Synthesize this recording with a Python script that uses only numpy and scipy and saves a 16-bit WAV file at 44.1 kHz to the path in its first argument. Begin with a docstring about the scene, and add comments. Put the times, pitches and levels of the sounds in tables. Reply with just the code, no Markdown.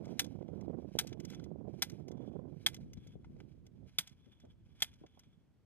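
"""Hammering a steel rod into the ground

Six blows of a sliding hammer drive an earthing rod into dry, open ground. Each time the weight
chatters on its stop, rings the rod and hops twice. Between blows it is dragged up and thrown down,
scraping and clinking, and now and then a boot scuffs. Wind buffets the microphone's two openings
(ports), mostly the right one, and dies down over a faint, far rumble."""
import sys
import numpy as np
from scipy import signal
from scipy.fft import rfft, irfft
from scipy.io import wavfile
from scipy.ndimage import uniform_filter1d

SR = 44100
rng = np.random.default_rng(int(sys.argv[2]) if len(sys.argv) > 2 else 0)


def dump_mix(stems):
    """Bounce the given channels to the path in sys.argv[1] as a 16-bit WAV at rate SR."""
    frames = np.atleast_2d(stems).T  # one column per channel
    limited = np.clip(frames, -1, 1)  # hard clip at full scale
    pcm = np.round(limited * 32767).astype(np.int16)
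    wavfile.write(sys.argv[1], SR, pcm)


N = 249165
T = np.arange(N) / SR
EVENT_T = T[:SR // 4]  # time within one short sound; a "t60" is the time it takes to fade by 60 dB

# tone of the far rumble (frequency [Hz], level [dB])
RUMBLE_TONE = [(25, -17.5), (60, -4.5), (120, 0.5), (250, -6), (450, -16.5), (800, -24), (1500, -30.5),
               (3000, -36), (8000, -44.5), (15000, -51.5)]
# tone of the swirling air in a strong gust (frequency [Hz], level [dB])
GUST_TONE = [(20, -25), (45, -17), (90, -1.5), (190, 1.5), (330, -3), (550, -12), (800, -22), (1200, -36),
             (2000, -50.5), (4000, -82)]
# wind strength on each port (time [s], relative level [dB])
LEFT_WIND = [(0.0, -51.5), (0.16, -71.5), (2.56, -71.5), (2.72, -63.5), (2.92, -53), (3.24, -54.5),
             (3.32, -51), (3.52, -69), (3.68, -57), (4.0, -70), (4.28, -65), (4.64, -67.5), (4.88, -66.5),
             (5.64, -75)]
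RIGHT_WIND = [(0.0, -43.5), (0.72, -39.5), (1.2, -45), (1.68, -41.5), (1.96, -46), (2.08, -44), (2.48, -42),
              (3.16, -58), (3.4, -49.0), (3.56, -56.5), (3.84, -47.5), (3.96, -67), (4.12, -60.5),
              (4.32, -68), (4.48, -66), (5.32, -65), (5.36, -65), (5.64, -83)]
# sharp swirls of air on the right port (time [s], level [dB])
SWIRLS = [(0.129, -29.5), (0.427, -27.5), (0.487, -28), (0.68, -23.5), (0.845, -32), (0.952, -19.5),
          (0.967, -26), (1.047, -29.5), (1.514, -27), (1.558, -29.5), (1.681, -26.5), (2.107, -30),
          (2.276, -29.5), (2.355, -28)]
# low puffs of air and dull scuffs of boots
# (time [s], left level [dB], right level [dB], upper edge [Hz], t60 [s])
PUFFS_AND_SCUFFS = [(0.070, -49, -38.5, 600, 0.045), (0.696, -59, -34.5, 457, 0.034),
                    (1.372, -51, -51, 503, 0.033), (1.923, -54, -39.5, 444, 0.054),
                    (2.968, -40, -55, 284, 0.059), (3.154, -44, -60.5, 482, 0.046),
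                    (4.111, -67, -50.5, 248, 0.041), (4.264, -51.5, -65, 344, 0.15),
                    (4.436, -53, -52, 600, 0.15), (5.012, -51.5, -53.5, 450, 0.058),
                    (5.037, -51.5, -51, 714, 0.067), (5.173, -70, -59, 910, 0.034),
                    (5.265, -64.5, -56.5, 302, 0.068), (5.37, -78, -56, 256, .06)]
# the rod's own ringing tones (frequency [Hz], level [dB], t60 [s])
ROD_TONES = [(765, -10, .05), (2045, 2, .09), (2260, -8, .06), (2620, -7, .05), (3455, 4, .11),
             (4100, -8, .05), (4660, -8, .06), (4975, -2, .075), (5820, 0, .07), (6035, -5, .06),
             (6440, -5, .06), (6630, -4, .06), (6790, -4, .05), (7415, -7, .08), (7790, -7, .08),
             (8025, -7, .08), (8540, -4, .11), (9460, -9, .09), (9590, -10, .08), (10550, -12, .08),
             (11600, -7, .09), (12340, -11, .08), (12500, -10, .08), (13200, -11, .06), (13950, -10, .1)]
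# tone of steel rubbing on steel (frequency [Hz], level [dB])
SCRAPE_TONE = [(300, -12), (800, -4), (1400, -1.5), (2300, 3), (3000, -0.5), (4000, 0), (6500, -5),
               (9000, -14.5), (15000, -22.5)]
# the weight is dragged up (middle time [s], length [s], hiss [dB], singing [dB])
WEIGHT_LIFTS = [(0.083, 0.18, -77.5, -83), (0.54, 0.29, -82, -87.5), (1.325, .17, -70, -70.5),
                (2.235, 0.32, -85, -80.5), (3.053, 0.18, -77.5, -74), (3.389, .3, -84, -93),
                (4.354, 0.29, -83, -73.5), (5.186, 0.28, -83, -74.5)]
# the throw before each blow and the hop after it (singing [dB], flight [s], relative landing level [dB])
WEIGHT_THROWS = [(-77.5, .05, -53), (-79.5, .0833, -50.5), (-79.5, .0764, -53), (-81, .0812, -49),
                 (-69.5, .088, -54), (-65, .1162, -68.5)]
# tone of a light sideways knock (frequency [Hz], level [dB])
KNOCK_TONE = [(200, -19.5), (900, -7), (1300, 1.5), (2100, -4), (2900, 5), (3450, 2), (4200, 5), (6200, 10),
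              (9500, -15), (14000, -19), (16000, -18)]
# light knocks of the weight on the rod, and a few dull boot scuffs
# (time [s], relative level [dB], brightness [dB per octave])
KNOCKS_AND_SCUFFS = [(0.0527, -61.5, -3.5), (0.6095, -64, -5), (1.1269, -56, -6), (1.1995, -54.5, -1.5),
                     (1.2490, -53, 0.5), (1.3, -54.5, 1), (1.3462, -55.5, -4.5), (1.439, -61, -1),
                     (1.794, -70, -4), (2.0812, -58.5, -1.5), (2.114, -62.5, -1.5), (2.9327, -58, 0.5),
                     (3.0700, -65, 2), (3.2441, -71.5, -9.5), (3.4015, -64.5, -8.5), (3.6650, -67, 0),
                     (4.4000, -71, 0), (4.803, -54.5, -0.5), (5.0630, -66, -6), (5.1922, -61.5, 2)]
# a blow's crack: many short-lived tones between the ringing ones (frequency [Hz], level [dB])
CRACK_TONE = [(60, -20), (160, 0), (450, -17), (780, -7), (1150, -8.5), (1600, -4), (2200, -2),
              (2900, -3.5), (3600, -2.5), (4400, 1), (6300, -4), (9500, -8), (14500, -12), (16000, -24.5)]
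# the close tones that the weight drives hardest (frequency [Hz], level [dB])
CLANG_TONES = [(3270, -10), (3450, 0), (3640, -14)]
# hammer blows (time [s], level [dB], clang [dB], upper tone [dB], brightness [dB per octave],
# rebound delay [s], rebound level [dB])
HAMMER_BLOWS = [(0.193, -29, -6, -8, 0, 0.0071, -3), (0.9872, -29.5, 1, -10.5, 0, 0.0092, -6),
                (1.8208, -30, -3.5, -12, -0.4, 0.0054, -2.5), (2.6622, -28.5, 6.5, -9.5, -1, 0.0062, -4.5),
                (3.9845, -30.5, 4.5, -14, 1, .0064, -6), (4.821, -30, 6.5, -18.5, -0.1, 0.0071, -6.5)]

SING_HZ, SING_T60_S = 3450, .045  # the rod's main tone, which sings on after a slip or knock
STRONG_WIND_DB = -39


def undb(db):
    """Turn decibels into a gain."""
    return 10 ** (np.asarray(db) / 20)


def unit(x):
    """Scale to an average power of 1."""
    return x / np.sqrt(np.mean(x ** 2))


def burst(x):
    """Scale to the energy of 10 ms at power 1."""
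    return x / np.sqrt(np.sum(x ** 2) / (SR / 100))


def level_at(points, hz):
    """Read a curve of (frequency [Hz], level [dB]) points, spaced by octaves."""
    frequencies, db = np.transpose(points)
    return np.interp(np.log(hz + 1), np.log(frequencies), db)


def colour(x, points, size=2048):
    """Filter a sound to follow a tone curve."""
    cepstrum = irfft(np.log(undb(level_at(points, np.fft.rfftfreq(size, 1 / SR)))))
    cepstrum[1:size // 2] *= 2  # folded forward, so the filter never rings ahead of the sound
    cepstrum[size // 2 + 1:] = 0
    return signal.fftconvolve(x, irfft(np.exp(rfft(cepstrum))))[:len(x)]


def tilt(x, octave_db):
    """Brighten or dull a sound around 4 kHz."""
    return colour(x, [(1000, -2 * octave_db), (16000, 2 * octave_db)])


def wander(per_s, size=N):
    """A smooth random wobble, about 1 in size."""
    hold = max(int(SR / per_s), 2)
    steps = np.repeat(rng.standard_normal(size // hold + 1), hold)
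    return unit(uniform_filter1d(uniform_filter1d(steps, hold), hold)[:size])


def fade(t60, start=0):
    """A level that jumps to 1 at the start time and dies away."""
    return (EVENT_T >= start) * np.exp(-np.log(1000) * np.abs(EVENT_T - start) / t60)


def add(out, s, x):
    """Mix a sound in at s seconds."""
    i = max(int(s * SR), 0)
    out[..., i:i + x.shape[-1]] += x[..., :N - i]


def far_rumble(level_db=-72, side_db=-5):
    """The open plain rumbles faintly, a little differently left and right."""
    middle, side = (unit(colour(rng.standard_normal(N), RUMBLE_TONE)) for _ in range(2))
    return undb(level_db) * (middle + undb(side_db) * side * np.array([[1], [-1]]))


def gusts(curve, steady_db=1.5, fitful_db=3.5, weak_below_db=-60):
    """Wind strength in dB: fairly steady when strong, fitful when weak."""
    db = np.interp(T, *np.transpose(curve))
    weak = 1 / (1 + undb(db - weak_below_db))
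    return db + (steady_db * (1 - weak) + fitful_db * weak) * wander(per_s=8.2)


def buffeting(level_db):
    """Air churns on one port: faster air is louder and sheds smaller, higher-pitched swirls."""
    speed = np.maximum(2 ** ((level_db - STRONG_WIND_DB) / 19), .42)  # an octave higher every 19 dB
    flutter = wander(per_s=170)
    out, power = 0, 0
    for hz in 28 * 2 ** (np.arange(14) / 2):
        gain = undb(level_at(GUST_TONE, hz / speed))
        half_octave = signal.butter(3, [hz / 1.19, hz * 1.19], "band", fs=SR, output="sos")
        band = signal.sosfilt(half_octave, rng.standard_normal(N))
        spurts = unit(undb(min(hz / 90, 5.5) * flutter))  # small swirls arrive in spurts
        out += gain * band * spurts
        power += gain ** 2 * np.var(band)
    return out / np.sqrt(power) * undb(level_db - 1)


def swirl(hz):
    """One small swirl of air crosses a port: a single swing of pressure."""
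    position = 2 * np.pi * hz * EVENT_T[:SR // 40] - 4
    return position * np.exp(-position ** 2 / 2)


def crackle(level_db, count=330, base_hz=330):
    """Stray swirls of all sizes pop on a port, sharper in a strong gust."""
    out = np.zeros(N)
    for when, size, pitch, side in rng.random((count, 4)):
        wind_db = level_db[int(when * N)]
        octaves = pitch - .5 + max((wind_db - STRONG_WIND_DB) / 24, -1)
        pop_db = wind_db - 3 - 3 * np.log(max(size, .015))  # many small pops, a few big ones
        add(out, when * N / SR, np.sign(side - .5) * undb(pop_db) * swirl(base_hz * 2 ** octaves))
    return out


def wind_and_scuffs():
    """Air churns on each port separately, with single swirls, low puffs and dull boot scuffs on top."""
    levels = [gusts(curve) + .98 for curve in (LEFT_WIND, RIGHT_WIND)]
    out = np.array([buffeting(db) + crackle(db) for db in levels])
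    for s, db in SWIRLS:
        add(out[1], s, undb(db) * swirl(hz=320))
    for s, left_db, right_db, edge_hz, t60 in PUFFS_AND_SCUFFS:
        band = signal.butter(2, [70, edge_hz], "band", fs=SR, output="sos")
        for port, db in zip(out, (left_db, right_db)):
            noise = fade(t60) * rng.standard_normal(len(EVENT_T))
            add(port, s, undb(db) * burst(signal.sosfilt(np.vstack([band, band]), noise)))
    return out


def paths_to_ports(x, right_lag_s=.000082, ground_s=.00133, ground_db=-11, scatter_db=-11):
    """The rod's sound comes from the left and bounces off hard soil; nearby gear scatters the treble."""
    scatter = rng.standard_normal((2, len(EVENT_T))) * fade(t60=.008)
    scatter *= undb(scatter_db) / np.linalg.norm(scatter, axis=1, keepdims=True)
    paths = signal.sosfilt(signal.butter(3, 4200, "high", fs=SR, output="sos"), scatter)
    samples = np.arange(128) - 4
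    direct = np.sinc([samples, samples - right_lag_s * SR])
    bounce = undb(ground_db) * np.sinc(samples - ground_s * SR)
    paths[:, :len(samples)] += direct + bounce
    return signal.fftconvolve(x[None], paths, axes=1)[:, :N]


def rod_ring():
    """The rod rings; the grip and the weight's place shift each tone's level and pitch every time."""
    chance = rng.standard_normal((len(ROD_TONES), 3)) * [3, 1, .003]
    return sum(undb(db + more_db) * fade(t60) * np.sin(2 * np.pi * (hz * (1 + detune) * EVENT_T + phase))
               for (hz, db, t60), (more_db, phase, detune) in zip(ROD_TONES, chance))


def rod_sing():
    """The rod's main tone alone, dying away."""
    return fade(SING_T60_S) * np.sin(2 * np.pi * SING_HZ * EVENT_T)


def shaking(contacts, t60):
    """Contacts (time [s], level [dB]) shake the rod; their waves are out of step, so energies add."""
    return np.sqrt(sum((undb(db) * fade(t60, s)) ** 2 for s, db in contacts))


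def clink(bright_db, ring_db=-1, sing_db=-5, rise_s=.00091):
    """The weight knocks one side of the rod, then the other; made very dull, it serves as a boot scuff."""
    contacts = [(0, 0), (.0039 * rng.uniform(.24, 1.2), rng.uniform(-4.5, 2))]
    tone = [(hz, db + 2.5 * rng.standard_normal()) for hz, db in KNOCK_TONE]  # varies with the spot hit
    crack = colour(shaking(contacts, t60=.027) * rng.standard_normal(len(EVENT_T)), tone)
    ring = rod_ring() * fade(t60=.045)  # the hand damps the ring
    knock = tilt(burst(crack) + undb(ring_db) * burst(ring), bright_db)
    return (knock + undb(sing_db) * burst(rod_sing())) * (1 - np.exp(-EVENT_T / rise_s))


def lift_taps(count=2, above_hiss_db=5, spread_db=3):
    """The weight wobbles against the rod in every lift."""
    out = np.zeros(N)
    for s, length, hiss_db, _ in WEIGHT_LIFTS:
        for when, size in rng.uniform(-1, 1, (count, 2)):
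            tap_db = hiss_db + above_hiss_db + spread_db * size
            add(out, s + when * length / 2, undb(tap_db) * clink(bright_db=-7.5))
    return out


def slide_levels(throw_hiss_db=-65.5, rise_db_per_s=139, fall_db_per_s=106, lift_edge_db=-6.5):
    """Gains of hiss and singing: the weight speeds up to each blow, rests, and is lifted in one pull."""
    power = undb([[-95.5], [-102]]) ** 2  # the held weight never lies quite still
    for (s, *_), (sing_db, *_) in zip(HAMMER_BLOWS, WEIGHT_THROWS):
        swell_db = np.minimum(rise_db_per_s * (T - s), fall_db_per_s * (s - T))
        power = power + (undb([[throw_hiss_db], [sing_db]]) * undb(swell_db)) ** 2
    for s, length, hiss_db, sing_db in WEIGHT_LIFTS:
        pull_db = lift_edge_db * np.minimum((2 * (T - s) / length) ** 2, 20)
        power = power + (undb([[hiss_db], [sing_db]]) * undb(pull_db)) ** 2
    return np.sqrt(power)


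def sliding(ring_db=-13, grain_db=2, judder_db=4):
    """Steel rubs on dusty steel: countless tiny slips hiss and keep the rod's main tone singing."""
    hiss_gain, sing_gain = slide_levels()
    judder = wander(per_s=60)  # the weight catches and lets go
    slips = rng.standard_normal(N) * undb(grain_db * wander(per_s=900) + judder_db * judder)
    sing = signal.fftconvolve(slips, rod_sing())[:N]
    ring = signal.fftconvolve(slips, rod_ring() * fade(t60=.01))[:N]
    hiss = unit(colour(slips, SCRAPE_TONE)) + undb(ring_db) * unit(ring)
    return hiss_gain * hiss + sing_gain * unit(sing)


def blow(clang_db, upper_db, bright_db, rebound_s, rebound_db, ring_db=-6, upper_hz=5820, rise_s=.0004):
    """The weight lands, seats, rebounds and settles; each brief contact cracks and rings the steel."""
    contacts = [(0, 0), (.0015, 1), (rebound_s, rebound_db), (.024, -21)]
    impact = shaking(contacts, t60=.036)
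    chatter = undb(-17 + 2.5 * wander(300, len(EVENT_T))) * fade(t60=.105)  # loose parts rattle out
    crack = colour(np.hypot(impact, chatter) * rng.standard_normal(len(EVENT_T)), CRACK_TONE)
    ring = rod_ring() * (impact + 1)  # hands and soil quickly soak up the first, strongest swing
    push = shaking(contacts, t60=.021)
    phase_per_hz = 2 * np.pi * EVENT_T * (1 + .0054 * rng.standard_normal())  # slightly off pitch
    tones = sum(undb(db) * np.sin(hz * phase_per_hz + 2 * np.pi * rng.random()) for hz, db in CLANG_TONES)
    clang = undb(clang_db) * burst(push * tones)
    upper = undb(upper_db) * burst(push * np.sin(upper_hz * phase_per_hz))
    strike = tilt(burst(crack) + undb(ring_db) * burst(ring), bright_db)
    return (strike + clang + upper) * (1 - np.exp(-EVENT_T / rise_s))


def hammering(clink_db=-2, second_hop_s=.02, second_hop_db=-12):
    """The weight slides, strikes and hops twice, with light knocks and a few boot scuffs in between."""
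    out = sliding() + lift_taps()
    for (s, db, *manner), (_, flight_s, landing_db) in zip(HAMMER_BLOWS, WEIGHT_THROWS):
        add(out, s, undb(db) * blow(*manner))
        hop_db = landing_db + clink_db
        add(out, s + flight_s, undb(hop_db) * clink(bright_db=.4))
        add(out, s + flight_s + second_hop_s, undb(hop_db + second_hop_db) * clink(bright_db=-1))
    for s, db, bright_db in KNOCKS_AND_SCUFFS:
        add(out, s, undb(db + clink_db) * clink(bright_db))
    return paths_to_ports(out)


def scene():
    """Hammer, rod and boots in the wind, over the far rumble."""
    return hammering() + wind_and_scuffs() + far_rumble()


def record(dry, low_cut_hz=42, ceiling=.2, top_hz=15000):
    """The microphone thins the deepest rumble, rounds the peaks of the blows and cuts the top treble."""
    thinned = signal.sosfilt(signal.butter(2, low_cut_hz, "high", fs=SR, output="sos"), dry)
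    rounded = ceiling * np.tanh(thinned / ceiling)
    return signal.sosfilt(signal.ellip(8, .2, 70, top_hz, fs=SR, output="sos"), rounded)


dry = scene()
out = record(dry)
dump_mix(out)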